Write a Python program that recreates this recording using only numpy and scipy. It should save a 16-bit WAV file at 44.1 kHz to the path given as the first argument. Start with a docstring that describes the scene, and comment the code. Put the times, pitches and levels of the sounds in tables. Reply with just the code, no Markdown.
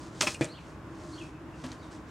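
"""Forearms on a wooden training dummy

In a small fenced garden, blows make a sharp crack, a clatter of loose pegs and a heavy trunk thud,
then later a soft knock that shakes the stand. Wood rattles are bursts of noise; trunk, stand and
pegs ring as dying sines; crack and ticks are short pulses. Sleeves brush by as grainy hiss. A small
bird whistles in gliding notes over a far drone and a low outdoor wash, both made of shaped noise."""
import sys
import numpy as np
from scipy import signal
from scipy.fft import rfft, irfft
from scipy.io import wavfile

SR = 44100
rng = np.random.default_rng(int(sys.argv[2]) if len(sys.argv) > 2 else 0)


def persist_wave(psi):
    """Save psi, clipped to +-1, as 16-bit WAV."""
    counts = np.round(np.clip(psi, -1, 1) * 32767).astype(np.int16)
    wavfile.write(sys.argv[1], SR, np.atleast_2d(counts).T)


N = 92610
T = np.arange(N) / SR  # time of each sample, s
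HZ = np.fft.rfftfreq(N, 1 / SR)  # frequency of each spectrum bin

# In all tables t60 is the time to die away by 60 dB.

# Outdoor wash, shape only (frequency [Hz], relative level [dB])
WASH = [(15, -48), (24, -33), (32, -21), (43, -9), (54, -3), (68, 0), (90, -5), (120, -1), (170, -3),
        (220, -9), (280, -7), (400, -11), (540, -14), (760, -16), (1050, -14), (1600, -19), (2000, -24),
        (2600, -28), (4200, -37), (7000, -40), (10500, -48), (16000, -56)]
# How alike the wash is in left and right (frequency [Hz], likeness [0-1])
LIKENESS = [(60, 1), (400, 0.91), (1200, 0.75), (3000, 0.48), (8000, 0.42), (14000, .4)]
# Resonances of the far drone (frequency [Hz], width [Hz], relative level [dB])
DRONE = [(266, 49, -9), (320.6, 46.5, 1), (618, 22.6, -9), (1045, 113, -17)]
# Swelling of the drone (time [s], level [dB])
DRONE_LEVEL = [(0, -45), (0.55, -62), (0.85, -49), (1.05, -48), (1.23, -43.5), (1.3, -53.5), (1.45, -47.5),
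               (1.7, -52), (1.95, -48), (2.1, -59)]
# Bird notes (start [s], length [s], start pitch [Hz], middle pitch [Hz], end pitch [Hz], level [dB])
BIRD = [(0.477, 0.059, 3700, 4294, 4540, -53), (0.535, 0.042, 2750, 3304, 3740, -51.5),
        (0.569, 0.027, 2950, 2717, 2400, -51), (1.117, .052, 4300, 4380, 4370, -54),
        (1.153, 0.0225, 3900, 3120, 2600, -59), (1.177, 0.028, 3050, 3366, 3650, -48.5),
        (1.196, 0.029, 3150, 2770, 2590, -50.5), (1.227, 0.012, 2600, 2410, 2450, -52.5),
        (1.333, 0.048, 2650, 2550, 2480, -64), (1.461, 0.047, 2700, 2920, 3030, -72),
        (1.527, 0.031, 2780, 2690, 2660, -61), (1.786, 0.046, 4600, 4500, 4600, -64.5),
        (1.815, .05, 3890, 3700, 3610, -63)]
# Sleeves and skin brushing the wood
# (loudest moment [s], rise [s], fall [s], level [dB], centre frequency [Hz])
BRUSHES = [(0.045, 0.06, 0.044, -57.5, 5940), (0.205, 0.052, .02, -54.5, 5500),
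           (0.313, 0.06, 0.032, -43.5, 7400), (0.450, 0.033, 0.0093, -50, 8000),
           (0.68, 0.11, .05, -65, 6300), (1.07, 0.1, 0.13, -61, 6100), (1.22, 0.12, 0.058, -59, 7000),
           (1.671, 0.085, 0.079, -59, 5560), (1.85, 0.029, 0.035, -63, 5340),
           (1.923, 0.011, 0.047, -58, 5800), (2.09, 0.02, .05, -64.5, 5030)]
# Light clicks of loose parts (time [s], level [dB], centre frequency [Hz], width [Hz])
TICKS = [(0.2088, -14.5, 5900, 1090), (0.2141, -12.5, 5800, 1500), (0.2142, -16, 1610, 900),
         (0.2166, -24, 5560, 2000), (0.2426, -37, 7900, 1000), (0.3465, -27.5, 8150, 1090),
         (0.4452, -25.5, 7440, 910), (0.4532, -30, 8400, 600), (1.6400, -51, 8000, 900),
         (1.6628, -41, 9000, 3000), (1.6664, -38.5, 4830, 700), (1.7180, -37.5, 4100, 400),
         (1.7190, -39, 6130, 500)]
# Ringing notes of two loose pegs (frequency [Hz], relative level [dB], t60 [s])
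UPPER_PEG = [(796, -13, .08), (1041, -10, .09), (1270, -13, .08), (1717, -10, .08), (1981, -11, .08),
             (2209, -8, .07), (2425, -6, .09), (2587, 0, .075), (2640, -9, .05), (2869, -12, .07),
             (3281, -12, .08), (5194, -11, .1), (5512, -13, .1)]
LOWER_PEG = [(1733, -4, .08), (1951, -4, .08), (2263, -3, .08), (2417, 0, .11), (2578, -7, .11),
             (3451, -8, .08)]
# Notes of a peg tapped lightly on its end (frequency [Hz], relative level [dB], t60 [s])
PEG_TIP = [(2430, -3, .07), (2510, -3, .07), (2780, 0, .06), (2850, -2, .05)]
# Pegs jolted in their slots (time [s], which ringing notes [table above], level [dB])
PEG_HITS = [(0.2193, UPPER_PEG, -30), (0.2680, UPPER_PEG, -22), (0.346, PEG_TIP, -37),
            (0.4131, LOWER_PEG, -31.5), (0.4423, LOWER_PEG, -41.5)]
# Hollow notes of a peg's slot (frequency [Hz], relative level [dB], t60 [s])
SLOT = [(606, 0, .13), (622, -6, .12)]
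# Moments when the slot answers (time [s], level [dB])
HOLLOW = [(0.2305, -26.5), (0.4400, -36)]
# Spectrum of the hard slap of wood on wood (frequency [Hz], relative level [dB])
CRACK = [(30, -35), (150, -7), (800, -2), (2200, 0), (6000, 0), (8500, -6), (11000, -22), (16000, -31)]
# Blows (start [s], rise [s], t60 [s], then the wood rattle before its roll-off: low [dB], body [dB],
# middle [dB], high [dB], and finally trunk ring [dB], stand ring [dB])
KNOCKS = [(0.2075, 0.0018, 0.077, -20, -29, -22, -26, -48, -70),
          (0.2176, 0.0011, 0.15, -23, -22, -23.5, -19, -46, -46),
          (0.2680, 0.0055, 0.11, -19.5, -26.5, -20, -23.5, -33, -65),
          (0.344, .0005, 0.03, -46, -60, -31, -40, -43, -75),
          (0.41, 0.00033, 0.046, -24, -18, -27, -31.5, -19, -55),
          (0.4164, 0.00088, 0.24, -24.5, -33, -31.5, -36.5, -27.5, -78),
          (1.6387, 0.00087, 0.23, -49, -36, -37, -44, -55, -31),
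          (1.7160, .0025, 0.093, -45, -43, -38.5, -44, -65, -56)]
# Where those four rattle levels sit (low [Hz], body [Hz], middle [Hz], high [Hz])
WOOD_HZ = (150, 600, 2200, 6000)
# Roll-off of the wood noise (frequency [Hz], gain [dB])
WOOD_EDGES = [(30, -44), (85, 5.5), (160, 9), (6500, -1.5), (8800, -5), (10500, -14.5), (13000, -26),
              (16000, -26)]
# Ringing notes of the trunk and of the stand (frequency [Hz], relative level [dB], t60 [s])
TRUNK = [(137, -2, .085), (223, -11, .07), (290, -4, .055), (325, 1, .065), (380, -7, .03), (473, -5, .065),
         (520, -7, .055), (648, -14, .13), (802, -18, .06)]
STAND = [(172, -11, .14), (255, 0, .22), (602, -16, .12), (995, -12, .12), (1133, -12, .1)]
# Echo of fence and hedge (frequency [Hz], t60 [s])
GARDEN = [(100, 0.1), (500, 0.36), (2500, 0.2), (7000, 0.21), (14000, 0.48)]
# Balance of the dummy (frequency [Hz], left minus right [dB])
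LEFT_LEAD = [(250, 0), (600, 0), (1400, 2), (2800, 1.3), (4500, 0), (14000, -.5)]

WASH_DB = -46
BIRD_WAVER, BIRD_FLUTTER_DB = 0.04, 3  # random pitch change as a fraction, random loudness change
BIRD_WET_DB, BIRD_T60_S = -2.5, 0.38
GRAINS_PER_S, GRAIN_SPREAD_DB = 2500, 5.5  # slips of cloth: how many, how uneven in size
SMOOTH_DB = 1.5  # hiss compared with the slips
BRUSH_OCTAVES = 1  # spread of the brushing band
TICK_TAIL_DB, TICK_T60_S = -18, 0.014  # rattle compared with its click
PEG_RISE_S, SLOT_RISE_S = 0.003, 0.0082
TRUNK_RISE_S, STAND_RISE_S = 0.0012, 0.0044
CRACK_S, CRACK_DB = 0.21145, -1.5
WOOD_GRAIN_DB, GRAIN_S = 1.5, 0.0005  # random roughness of the rattle and its time span
WOOD_WIDTH = 0.064  # stereo width: 0 is the same noise on both sides
RADIATES_ABOVE_HZ = 100  # the slim post moves little air below this
GARDEN_DB, GARDEN_DELAY_S, GARDEN_WIDTH = -13.5, 0.014, 0.14
MONO_BELOW_HZ = 390  # stereo noise narrows towards the bass from here
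LOW_CUT_HZ, EDGE_HZ = 45, 16000


def amp(db):
    """Turns decibels into a gain."""
    return 10 ** (np.asarray(db) / 20)


def unit(x):
    """Scales a sound to an average strength (rms) of 1."""
    return x / np.sqrt(np.mean(x ** 2) + 1e-20)


def read(points, hz):
    """Reads a table between its points, on a log-frequency axis as in hearing."""
    f, value = np.transpose(points)
    return np.interp(np.log(hz + 1), np.log(f + 1), value)


def colour(x, gain):
    """Applies a gain for each frequency."""
    return irfft(rfft(x) * gain, N)


def highpass(x, cut_hz):
    """Weakens what lies below cut_hz."""
    return signal.sosfilt(signal.butter(2, cut_hz, "highpass", fs=SR, output="sos"), x)


def slow(span_s):
    """Makes a smooth random wander of rms 1 that changes within about span_s."""
    return unit(colour(rng.standard_normal(N), np.exp(-(HZ * span_s) ** 2)))


def pair(width):
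    """Makes left and right noise, alike in the bass; a small width keeps the rest nearly alike."""
    mid, side = rng.standard_normal((2, N))
    side = width * colour(side, HZ / np.hypot(HZ, MONO_BELOW_HZ))
    return unit(np.array([mid + side, mid - side]))


def struck(start, rise, t60):
    """Loudness of a struck thing: a quick rise and an exponential fall."""
    age = np.maximum(T - start, 0)
    fall = np.exp(-np.log(1000) * age / t60)
    return np.minimum(age / max(rise, 1e-5), 1) * fall


def ring(modes, start, rise):
    """A struck part vibrates at its own notes, each a sine dying at its own speed."""
    total = np.zeros(N)
    for hz, db, t60 in modes:
        total += amp(db) * struck(start, rise, t60) * np.sin(2 * np.pi * hz * (start - T))
    return total


def echo(x, t60s, delay, width):
    """Scattered reflections: a noise tail in which each band dies at its own speed."""
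    hz, t, bands = signal.stft(pair(width)[:, :SR], SR, nperseg=256)
    fall = np.exp(-np.log(1000) * t / read(t60s, hz)[:, None])
    tail = signal.istft(bands * fall, SR, nperseg=256)[1]
    # Silent until the delay, then fading in over the same time again
    tail = tail * np.clip(np.arange(tail.shape[1]) / SR / delay - 1, 0, 1)
    return signal.fftconvolve(x[None], tail / np.linalg.norm(tail[0]), axes=1)[:, :N]


def outdoors():
    """Low wash of far traffic and air, with a fuzzy drone of resonant noise that swells."""
    a, b = rng.standard_normal((2, N))
    same = np.clip(read(LIKENESS, HZ), 0, 1)
    right = colour(a, same) + colour(b, np.sqrt(1 - same ** 2))
    wash = unit(colour(np.array([a, right]), amp(read(WASH, HZ))))
    wash_level = amp(WASH_DB + 0.61 * slow(span_s=0.11))

    peaks = sum(amp(db) / (1 + (2 * (HZ - hz) / width) ** 4) for hz, width, db in DRONE)
    drone = unit(colour(pair(width=0.091), peaks))
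    drone_level = amp(np.interp(T, *np.transpose(DRONE_LEVEL)))
    return wash_level * wash + drone_level * drone


def bird():
    """Whistles whose pitch glides and wavers while the loudness flutters, blurred by the trees."""
    song = np.zeros(N)
    waver = 1 + BIRD_WAVER * slow(span_s=0.00305)
    flutter = amp(BIRD_FLUTTER_DB * slow(span_s=0.012))
    for start, length, first, middle, last, db in BIRD:
        progress = np.clip((T - start) / length, 0, 1)
        hz = np.interp(progress, [0, 0.5, 1], [first, middle, last]) * waver
        swell = np.sqrt(abs(np.sin(np.pi * progress)))
        # Adding up the pitch sample by sample gives the phase of a gliding note
        whistle = np.sin(2 * np.pi * np.cumsum(hz) / SR)
        song += amp(db) * flutter * swell * whistle
    blur = echo(song, [(3000, BIRD_T60_S)], delay=0.0028, width=0.42)
    return song + amp(BIRD_WET_DB) * blur


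def brushes():
    """Tiny slips of cloth and skin over a smooth hiss, swelling and fading with each stroke."""
    out = np.zeros((2, N))
    for peak, rise, fall, db, hz in BRUSHES:
        octaves_away = np.log2((HZ + 1) / hz)
        band = np.exp(-0.5 * (octaves_away / BRUSH_OCTAVES) ** 2) * amp(read(WOOD_EDGES, HZ))
        happens = rng.random(N) < GRAINS_PER_S / SR
        size = amp(GRAIN_SPREAD_DB * np.minimum(rng.exponential(1, N), 4))
        slips = happens * rng.choice([-1, 1], N) * size
        rustle = unit(colour(unit(slips) + amp(SMOOTH_DB) * pair(width=0.13), band))
        stroke = np.exp(-0.5 * ((T - peak) / np.where(T < peak, rise, fall)) ** 2)
        out += amp(db) * rustle * stroke
    return out


def ticks():
    """Loose parts click for a few cycles, each with a short noisy rattle in the same band."""
    out = np.zeros((2, N))
    for start, db, hz, width in TICKS:
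        age = T - start
        click = np.exp(-2 * (np.pi * width * age) ** 2) * np.cos(2 * np.pi * hz * age)
        rattle = unit(colour(pair(WOOD_WIDTH), np.exp(-0.5 * ((HZ - hz) / width) ** 2)))
        tail = amp(TICK_TAIL_DB) * rattle * struck(start, GRAIN_S, TICK_T60_S)
        out += amp(db) * (click + tail)
    return out


def pegs():
    """Loose pegs clack with their own ringing notes; a slot answers with a hollow tone."""
    clacks = sum(amp(db) * ring(modes, start, PEG_RISE_S) for start, modes, db in PEG_HITS)
    hollow = sum(amp(db) * ring(SLOT, start, SLOT_RISE_S) for start, db in HOLLOW)
    return clacks + hollow


def crack():
    """One very short pressure pulse as a peg slams against its slot."""
    at_its_time = np.exp(-2j * np.pi * HZ * CRACK_S)  # lines up all frequencies at one moment
    pulse = irfft(amp(read(CRACK, HZ)) * at_its_time, N)
    return -amp(CRACK_DB) * pulse / abs(pulse).max()


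def knocks():
    """Each blow rattles the wood as noise and rings trunk and stand by different amounts."""
    out = np.zeros((2, N))
    for start, rise, t60, low, body, middle, high, trunk_db, stand_db in KNOCKS:
        levels = list(zip(WOOD_HZ, (low, body, middle, high)))
        shape = amp(read(levels, HZ) + read(WOOD_EDGES, HZ))
        rattle = unit(pair(WOOD_WIDTH) * amp(WOOD_GRAIN_DB * slow(GRAIN_S)))
        out += colour(rattle, shape) * struck(start, rise, t60)
        out += amp(trunk_db) * ring(TRUNK, start, TRUNK_RISE_S)
        out += amp(stand_db) * ring(STAND, start, STAND_RISE_S)
    return out


def scene():
    """The dummy and its garden echo, with a left-right balance by frequency, over the background."""
    background = outdoors() + bird() + brushes()
    dummy = ticks() + pegs() + crack() + highpass(knocks(), RADIATES_ABOVE_HZ)
    dummy = dummy + amp(GARDEN_DB) * echo(dummy.mean(0), GARDEN, GARDEN_DELAY_S, GARDEN_WIDTH)
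    half_lead = read(LEFT_LEAD, HZ) / 2
    return background + colour(dummy, amp(np.array([half_lead, -half_lead])))


def record(dry):
    """The microphone's low cut and the recorder's upper band limit."""
    thinned = highpass(dry, LOW_CUT_HZ)
    band_limit = signal.firwin(511, EDGE_HZ, window=("kaiser", 9), fs=SR)
    return signal.oaconvolve(thinned, band_limit[None], "same")


dry = scene()
out = record(dry)
persist_wave(out)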